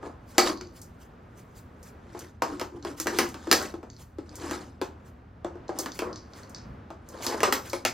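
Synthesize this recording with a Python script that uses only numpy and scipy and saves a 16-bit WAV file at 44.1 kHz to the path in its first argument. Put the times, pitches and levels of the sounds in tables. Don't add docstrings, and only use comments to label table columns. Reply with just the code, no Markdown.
import sys
import numpy as np
from scipy import signal
from scipy.fft import rfft, irfft, next_fast_len
from scipy.io import wavfile
from scipy.ndimage import uniform_filter1d, map_coordinates

SR = 44100
rng = np.random.default_rng(int(sys.argv[2]) if len(sys.argv) > 2 else 0)


def pcm_store(signal):
    levels = np.round(np.clip(np.atleast_2d(signal), -1, 1) * 32767)
    wavfile.write(sys.argv[1], SR, levels.astype(np.int16).T)


N = 349713
CLOCK_S = np.arange(N) / SR
EVENT_S = np.arange(SR // 2) / SR

# (time [s], hum level [dB], air level [dB])
BACKGROUND_LEVELS = [(0, -61, -54.5), (1.8, -58.5, -56), (4.6, -48, -59), (6.101, -59.5, -53),
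                     (7.93, -51, -53)]
# (frequency [Hz], relative density [dB])
RUMBLE_SPECTRUM = [(20, -34), (48, -4), (110, -1), (150, -8), (260, -8.5), (400, -64)]
AIR_SPECTRUM = [(120, -12.5), (230, -0.5), (400, -3), (700, -8.5), (1500, -13), (3000, -26), (6000, -37.5),
                (10000, -53.5)]
# (frequency [Hz], t60 [s])
FENCE_DECAY = [(150, 0.88), (400, 0.18), (1000, 0.3), (3000, 0.11), (7000, 0.1), (15000, 0.27)]
# (frequency [Hz], side gain [ratio])
DIFFUSE_WIDTH = [(60, .06), (130, .06), (250, .13), (550, .6), (1200, 1), (1600, .6), (2100, .3),
                 (3800, .28), (5200, .55), (12000, .65)]
# (frequency [Hz], phase lead [rad])
LEFT_LEAD = [(500, 0), (1120, -.3), (1350, -1.1), (1640, 0), (4600, 0), (5400, -1.1), (9000, -1.25),
             (15000, -1.6)]
# (frequency [Hz], gain [dB])
LEFT_GAIN = [(100, .2), (300, 1.3), (600, 3.3), (1100, 0)]

# (frequency [Hz], relative density [dB])
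PAW_SPECTRUM = [(1500, 0), (3500, -6.5), (7000, -1), (10000, -8.5), (13000, -5.5), (16000, -11)]
CLAW_SPECTRUM = [(800, -18), (2500, -19.5), (4800, 8), (6500, 12), (9000, 2), (12000, -36.5)]
COLLAR_SPECTRUM = [(1100, -26), (1800, -9), (2800, -19), (4100, -5), (4550, 0), (4950, -3), (6300, -6.5),
                   (11000, -40)]
GRIT_SPECTRUM = [(600, -31), (1500, 15.5), (2600, 5.5), (4800, 6.5), (7000, 5), (10000, -5.5), (13000, -9),
                 (16000, -20)]
THOCK_SPECTRUM = [(100, -38.5), (220, 8), (480, 9.5), (1150, 4.5), (1700, -2.5), (3000, -21.5), (6000, -43),
                  (11000, -68.5)]
SNAP_SPECTRUM = [(600, -13), (1400, -5), (2000, -3.5), (3000, -5.5), (4200, -13.5), (8000, -35)]
CRACK_SPECTRUM = [(1500, -19), (3200, -7.5), (4600, 2.5), (6400, 1), (8200, -5.5), (11000, -33.5)]
SIZZLE_SPECTRUM = [(5000, -32.5), (8500, 0.5), (10000, -3.5), (12500, 1.5), (15500, -8)]
# (frequency [Hz], relative level [dB], t60 [s])
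LARGE_TAG_MODES = [(4250, -11, .18), (4520, 0, .24), (4620, -4, .2), (4800, -9, .18), (5630, -13, .16)]
CAVITY_MODES = [(292, -11, 0.06), (342, -3, 0.075), (410, -12, 0.04)]
LOW_SHELL_MODES = [(455, 0, .085), (532, 1, .085), (638, -1, .05), (795, -4, .07), (920, -3, .07),
                   (1060, -1, .065), (1270, -4, .09)]
STIFF_SHELL_MODES = [(1300, -2.5, .09), (1640, -2, .06), (1954, -1.5, .04), (2300, -2, .045),
                     (2785, -3, .055), (3400, -4, .04)]

# (time [s], level [dB])
PAW_SCUFFS = [(0.298, -55), (0.768, -52), (1.018, -57), (1.385, -57), (1.574, -54), (1.869, -53.5),
              (2.992, -43.5), (3.178, -41), (4.006, -51), (5.069, -61.5), (5.96, -48.5), (6.375, -56),
              (7.24, -36), (7.664, -46.5)]
CLAW_TICKS = [(0.8156, -48), (1.8295, -54.5), (2.1919, -46), (3.0, -32), (3.289, -48), (3.6245, -43.5),
              (4.3556, -46), (5.788, -31), (6.495, -56), (7.0887, -51), (7.265, -35.5), (7.6976, -45.5)]
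# (time [s], strength [dB], favoured pitch [Hz])
COLLAR_JINGLES = [(0.382, -23.5, 4500), (0.463, -33.5, 4560), (0.5, -31, 4500), (0.574, -41.5, 4420),
                  (0.612, -37, 5360), (2.826, -44, 4000), (3.901, -43, 5360), (3.965, -48, 5100),
                  (4.293, -45, 5400), (4.399, -46, 4000), (5.681, -45, 4530), (5.919, -35, 5570),
                  (6.129, -38, 4270), (6.159, -37, 5440), (6.335, -44, 4000), (6.433, -46, 5500),
                  (6.547, -34.5, 5660), (7.224, -37, 4600), (7.267, -26, 4700), (7.701, -36, 4800)]
# (time [s], level [dB])
TAG_CLINKS = [(0.384, -27.5), (0.4, -28), (0.454, -46)]
# (time [s], pitch [Hz], level [dB])
TAG_PINGS = [(2.422, 11600, -47), (7.528, 11860, -27), (7.529, 15150, -35), (7.75, 10400, -43)]
# (peak time [s], swell [s], ebb [s], strength [dB], slip [0 roll, 1 skid], cavity [dB])
BALL_PUSHES = [(0.059, 0.052, 0.089, -43, 0.38, -42), (0.482, .11, .055, -33, 0.79, -39),
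               (2.21, 0.157, 0.12, -56.5, 0.9, -47), (2.508, 0.06, 0.18, -47.5, 0.64, -38),
               (2.763, 0.051, .05, -51, 0.43, -38.5), (2.882, 0.055, 0.1, -46, 0.68, -39.5),
               (3.151, 0.08, 0.16, -41, 0.77, -35), (3.24, .05, .04, -49.5, 0.77, -49),
               (3.64, 0.25, 0.1, -42.5, 0.82, -46), (4.43, 0.068, 0.13, -53.5, 0.76, -45.5),
               (4.525, 0.21, 0.16, -42.5, 0.73, -39.5), (5.787, 0.056, 0.18, -47, 0.72, -40.5),
               (6.07, 0.039, 0.115, -39, 0.073, -40.5), (6.385, 0.078, 0.1, -54, 0.81, -63),
               (7.14, 0.083, 0.11, -49.5, 0.43, -59), (7.3, 0.15, 0.19, -37, 0.67, -40.5),
               (7.491, 0.044, 0.088, -36, 0.41, -38), (7.681, 0.092, 0.14, -56, 0.91, -60)]
# (time [s], strength [dB], hardness [0-1], favoured pitch [Hz], cavity [dB])
BALL_KNOCKS = [(.029, -31.5, 0.1, 1060, -48), (0.3815, -9, 0.8, 1280, -18), (.468, -25, .3, 1080, -42),
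               (.493, -28, 0.5, 1200, -28.5), (.514, -33.5, .3, 550, -43), (0.61, -37, 0.55, 1820, -41.5),
               (2.148, -33, 0.15, 1023, -38.5), (2.4212, -14.5, 0.45, 1090, -34),
               (2.597, -29.5, 0.77, 1150, -58), (2.613, -22, 0.5, 1150, -36),
               (2.849, -24.5, 0.5, 406, -36.5), (3.0, -32, 0.8, 1560, -39), (3.059, -24, .15, 477, -33),
               (3.07, -20, 0.72, 1660, -31.5), (3.1874, -14.5, 0.84, 1440, -24.5),
               (3.229, -30, 0.5, 5600, -31.5), (3.343, -32, .6, 1100, -42.5), (3.471, -25, 0.2, 300, -33),
               (3.514, -11.5, 0.83, 4600, -25), (3.527, -13, 0.92, 597, -22.5),
               (3.74, -33, 0.3, 684, -33.5), (3.83, -33.5, 0.2, 526, -48), (4.185, -33, 0.3, 340, -32.5),
               (4.511, -26, 0.68, 1100, -33), (4.815, -20, 0.48, 880, -29.5), (5.446, -22, .15, 600, -34),
               (5.555, -35.5, 0, 558, -42), (5.692, -23, 0.1, 680, -32), (5.792, -26.5, 0.08, 550, -36),
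               (5.86, -25, 0.6, 1500, -49), (5.991, -23, 0.7, 1660, -36.5), (6.021, -18, 0, 520, -38),
               (6.904, -31, 0.24, 950, -43), (7.266, -25.5, 0.8, 4730, -31), (7.344, -22.5, .2, 560, -38),
               (7.405, -21.5, 0.6, 1920, -36.5), (7.432, -9.5, 0.58, 1230, -33),
               (7.525, -17.5, 0.86, 1120, -38), (7.732, -20, .6, 716, -31), (7.851, -15, 0.79, 1950, -31)]

# (gain at full hardness or slip [dB], loss at zero [dB])
CLACK_LAW_DB, CRACK_LAW_DB, SIZZLE_LAW_DB = (-6, 25), (-5, 30.3), (-7.5, 40.2)
RATTLE_LAW_DB, GRIT_LAW_DB = (3.5, 4.9), (8.6, 34)
RUMBLE_DB, CHAIRS_DB, FENCE_DB = -51, -13, -9.5
BUMP_TIME_S, BUMP_HALF_WIDTH_S, BUMP_DB = 6.7, 0.066, -44.5
TOP_HZ = 16000


def amp(db):
    return 10 ** (np.asarray(db) / 20)


def unit(x):
    return x / np.sqrt(np.mean(x ** 2) + 1e-20)


def unit_onset(x):
    return x / np.sqrt(np.mean(x[:SR // 100] ** 2) + 1e-20)


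def decay(t60_s, time_s=EVENT_S):
    return np.exp(-np.log(1000) * time_s / t60_s)


def curve_at(points, hz):
    knots_hz, values = np.transpose(points)
    return np.interp(np.log(hz + 1), np.log(knots_hz), values)


def wobble(rate_hz, time_s=CLOCK_S):
    knots = rng.standard_normal(int(time_s[-1] * rate_hz) + 4)
    return map_coordinates(knots, [time_s * rate_hz])


def filtered(x, response):
    size = next_fast_len(N + SR // 2)
    return irfft(rfft(x, size) * response(np.fft.rfftfreq(size, 1 / SR)), size)[..., :N]


def noise(spectrum):
    return unit(filtered(rng.standard_normal(N), lambda hz: amp(curve_at(spectrum, hz))))


def min_phase(spectrum, size=1024):
    gain = amp(curve_at(spectrum, np.fft.rfftfreq(size, 1 / SR)))
    cepstrum = irfft(np.log(gain))
    cepstrum[1:size // 2] *= 2
    cepstrum[size // 2 + 1:] = 0
    return irfft(np.exp(rfft(cepstrum)))


def add(track, at_s, sound):
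    part = track[max(round(at_s * SR), 0):][:len(sound)]
    part += sound[:len(part)]


def diffuse(mid, side):
    side = filtered(side, lambda hz: curve_at(DIFFUSE_WIDTH, hz))
    return np.array([mid + side, mid - side])


def layer_gain(law_db, control):
    top_db, loss_db = law_db
    return amp(top_db - loss_db * (1 - control))


def ring(modes, scatter_db, detune, attack_s):
    hz, db, t60_s = np.transpose(modes)[:, :, None]
    size, shift, phase = rng.standard_normal((3, len(modes), 1))
    waves = np.sin(2 * np.pi * (hz * (1 + detune * shift) * EVENT_S + phase)) * decay(t60_s)
    onset = 1 - np.exp(-EVENT_S / attack_s)
    return unit_onset((amp(db + scatter_db * size) * waves).sum(0) * onset)


def burst(colour_ir, snap_t60_s, chatter_db, chatter_t60_s):
    size = len(EVENT_S)
    chatter = rng.standard_normal(size)
    chatter *= np.repeat(amp(1.1 * rng.standard_normal(size)), SR // 700)[:size]
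    snap = rng.standard_normal(size) * decay(snap_t60_s)
    force = snap + amp(chatter_db) * chatter * decay(chatter_t60_s)
    return unit_onset(signal.fftconvolve(force, colour_ir)[:size])


def impacts(rate_hz, spread_db):
    hits = rng.random(N) < rate_hz / SR
    return hits * rng.choice([-1, 1], N) * amp(spread_db * rng.uniform(-1, 1, N))


def contact_point(favoured_hz, lift_db=5, width_oct=0.62, uneven_db=2):
    hz = np.geomspace(200, TOP_HZ, 56)
    peak_db = lift_db * np.exp(-(np.log2(hz / favoured_hz) / width_oct) ** 2)
    return min_phase(np.c_[hz, peak_db + uneven_db * rng.standard_normal(len(hz))])


def wander(x, rate_hz, depth=0.045):
    return map_coordinates(x, [SR * (CLOCK_S + depth / rate_hz * wobble(rate_hz))], mode="mirror")


def patchy(x, depth_db=3.5):
    bins = signal.stft(x, nperseg=256)[2]
    patches = uniform_filter1d(rng.standard_normal(bins.shape), size=3, axis=0)
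    patches = unit(uniform_filter1d(patches, size=5, axis=1))
    return unit(signal.istft(bins * amp(depth_db * patches), nperseg=256)[1][:N])


def background(hum_hz=79):
    times_s, *levels_db = np.transpose(BACKGROUND_LEVELS)
    hum_db, air_db = [np.interp(CLOCK_S, times_s, column) for column in levels_db]
    bump = amp(BUMP_DB) * np.exp(-((CLOCK_S - BUMP_TIME_S) / BUMP_HALF_WIDTH_S) ** 2)
    rumble = (amp(RUMBLE_DB) + bump) * diffuse(noise(RUMBLE_SPECTRUM), noise(RUMBLE_SPECTRUM))
    hum = amp(hum_db + 1.5 * wobble(2.8)) * np.sin(2 * np.pi * hum_hz * CLOCK_S + 0.46 * wobble(9))
    air = amp(air_db + 1.6 * wobble(3)) * diffuse(noise(AIR_SPECTRUM), noise(AIR_SPECTRUM))
    return rumble + hum + air


def fence(x, build_s=0.0084):
    mid_side = np.zeros((2, N))
    hop = SR // 3
    for start in range(0, N, hop):
        hz, frames_s, bins = signal.stft(rng.standard_normal((2, len(EVENT_S))), SR, nperseg=256)
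        bins *= decay(curve_at(FENCE_DECAY, hz)[:, None], frames_s)
        tails = signal.istft(bins, SR, nperseg=256)[1][:, :len(EVENT_S)]
        tails *= 1 - np.exp(-EVENT_S / build_s)
        for track, tail in zip(mid_side, tails):
            add(track, start / SR, signal.fftconvolve(x[start:start + hop], tail / np.linalg.norm(tail)))
    return diffuse(*mid_side)


def chairs(x):
    echoes = rng.standard_normal(len(EVENT_S)) * decay(t60_s=0.064)
    return diffuse(0, signal.fftconvolve(x, echoes / np.linalg.norm(echoes))[:N])


def paws(rise_s=0.018, fall_s=0.035, rustle_s=0.09):
    strokes, rustle = np.zeros((2, N))
    for at_s, db in PAW_SCUFFS:
        age_s = CLOCK_S - at_s
        strokes += amp(db) * np.exp(-(age_s / np.where(age_s < 0, rise_s, fall_s)) ** 2)
        if db < -45:
            rustle += amp(db - 15) * np.exp(-np.abs(age_s) / rustle_s)
    return np.hypot(strokes, rustle) * amp(1.1 * wobble(120) - 0.5) * patchy(noise(PAW_SPECTRUM))


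def claws():
    out = np.zeros(N)
    click_ir, sizzle_ir = min_phase(CLAW_SPECTRUM), min_phase(SIZZLE_SPECTRUM)
    for at_s, db in CLAW_TICKS:
        click = burst(click_ir, snap_t60_s=0.0044, chatter_db=-9, chatter_t60_s=0.17)
        sizzle = burst(sizzle_ir, snap_t60_s=0.009, chatter_db=-11, chatter_t60_s=0.13)
        add(out, at_s, amp(db) * (click + amp(-1.5) * sizzle))
    return out


def collar_tags():
    out = np.zeros(N)
    collar_ir = min_phase(COLLAR_SPECTRUM)
    for at_s, db, hz in COLLAR_JINGLES:
        colour_ir = np.convolve(collar_ir, contact_point(hz))
        click = burst(colour_ir, snap_t60_s=0.009, chatter_db=-18, chatter_t60_s=0.25)
        contacts = amp(-12) * impacts(rate_hz=35, spread_db=6.5)[:len(EVENT_S)] * decay(t60_s=0.45)
        contacts[0] = 1
        clicks = signal.fftconvolve(contacts, click)[:len(EVENT_S)]
        tag = amp(-13) * ring(LARGE_TAG_MODES, scatter_db=1, detune=0.004, attack_s=0.0003)
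        add(out, at_s, amp(db - 7.5) * (clicks + tag))
    for at_s, db in TAG_CLINKS:
        add(out, at_s, amp(db) * ring(LARGE_TAG_MODES, scatter_db=-0.5, detune=0.0034, attack_s=0.0003))
    for at_s, hz, db in TAG_PINGS:
        buzz_rad = 0.8 * wobble(250, EVENT_S)
        add(out, at_s, amp(db) * np.sin(2 * np.pi * hz * EVENT_S + buzz_rad) * decay(t60_s=0.09))
    return out


def ball_rolling():
    gains = np.zeros((3, N))
    for peak_s, swell_s, ebb_s, db, slip, cavity_db in BALL_PUSHES:
        near = np.abs(CLOCK_S - peak_s) < 2 * max(swell_s, ebb_s)
        age_s = CLOCK_S[near] - peak_s
        push = amp(-20 * np.maximum(-age_s / swell_s, age_s / ebb_s) ** 1.25)
        shell_gain = amp(db) * layer_gain(RATTLE_LAW_DB, slip)
        grit_gain = amp(db) * layer_gain(GRIT_LAW_DB, slip)
        gains[:, near] += np.outer([amp(cavity_db), shell_gain, grit_gain], push)
    excite = lambda force, body_ir: unit(signal.fftconvolve(force, body_ir)[:N])
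    bumps = impacts(rate_hz=2500, spread_db=9)
    sand = impacts(rate_hz=5000, spread_db=14)
    cavity_ir = ring(CAVITY_MODES, scatter_db=1, detune=0, attack_s=0.001)
    cavity = wander(excite(bumps, cavity_ir), rate_hz=22)
    shell_ir = ring(LOW_SHELL_MODES, scatter_db=1.5, detune=0, attack_s=0.0004)
    shell = amp(-2) * wander(excite(bumps, shell_ir), rate_hz=17)
    shell += amp(-2.5) * patchy(excite(bumps, min_phase(THOCK_SPECTRUM)))
    grit = patchy(excite(bumps + sand, min_phase(GRIT_SPECTRUM)))
    pressure = amp(1.3 * wobble(70))
    return pressure * (gains * [cavity, shell, grit]).sum(0)


def ball_knocks():
    out = np.zeros(N)
    thock_ir, snap_ir = min_phase(THOCK_SPECTRUM), min_phase(SNAP_SPECTRUM)
    crack_ir, sizzle_ir = min_phase(CRACK_SPECTRUM), min_phase(SIZZLE_SPECTRUM)
    for at_s, db, hardness, hz, cavity_db in BALL_KNOCKS:
        shell = amp(-4.5) * ring(LOW_SHELL_MODES, scatter_db=3.3, detune=0.028, attack_s=0.0016)
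        shell += amp(-0.5) * burst(thock_ir, snap_t60_s=0.013, chatter_db=-12, chatter_t60_s=0.2)
        clack = amp(-4) * ring(STIFF_SHELL_MODES, scatter_db=4.5, detune=0.018, attack_s=0.00015)
        clack += amp(-2.5) * burst(snap_ir, snap_t60_s=0.006, chatter_db=-13.5, chatter_t60_s=0.22)
        crack = burst(crack_ir, snap_t60_s=0.007, chatter_db=-13, chatter_t60_s=0.23)
        sizzle = burst(sizzle_ir, snap_t60_s=0.013, chatter_db=-13, chatter_t60_s=0.12)
        cavity = ring(CAVITY_MODES, scatter_db=3, detune=0.035, attack_s=0.005)
        blow = amp(-12) * shell + layer_gain(CLACK_LAW_DB, hardness) * clack
        blow += layer_gain(CRACK_LAW_DB, hardness) * crack + layer_gain(SIZZLE_LAW_DB, hardness) * sizzle
        blow = signal.fftconvolve(blow, contact_point(hz))[:len(EVENT_S)]
        add(out, at_s, amp(db) * blow + amp(cavity_db) * cavity)
    return out


def scene():
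    direct = ball_knocks() + claws() + paws() + collar_tags() + ball_rolling()
    in_yard = direct + amp(CHAIRS_DB) * chairs(direct) + amp(FENCE_DB) * fence(direct)
    sides = np.array([[0.5], [-0.5]])
    pan = lambda hz: amp(sides * curve_at(LEFT_GAIN, hz)) * np.exp(1j * sides * curve_at(LEFT_LEAD, hz))
    return filtered(in_yard, pan) + background()


def record(dry):
    return filtered(dry, lambda hz: 1 / (1 + (hz / TOP_HZ) ** 100))


dry = scene()
out = record(dry)
pcm_store(out)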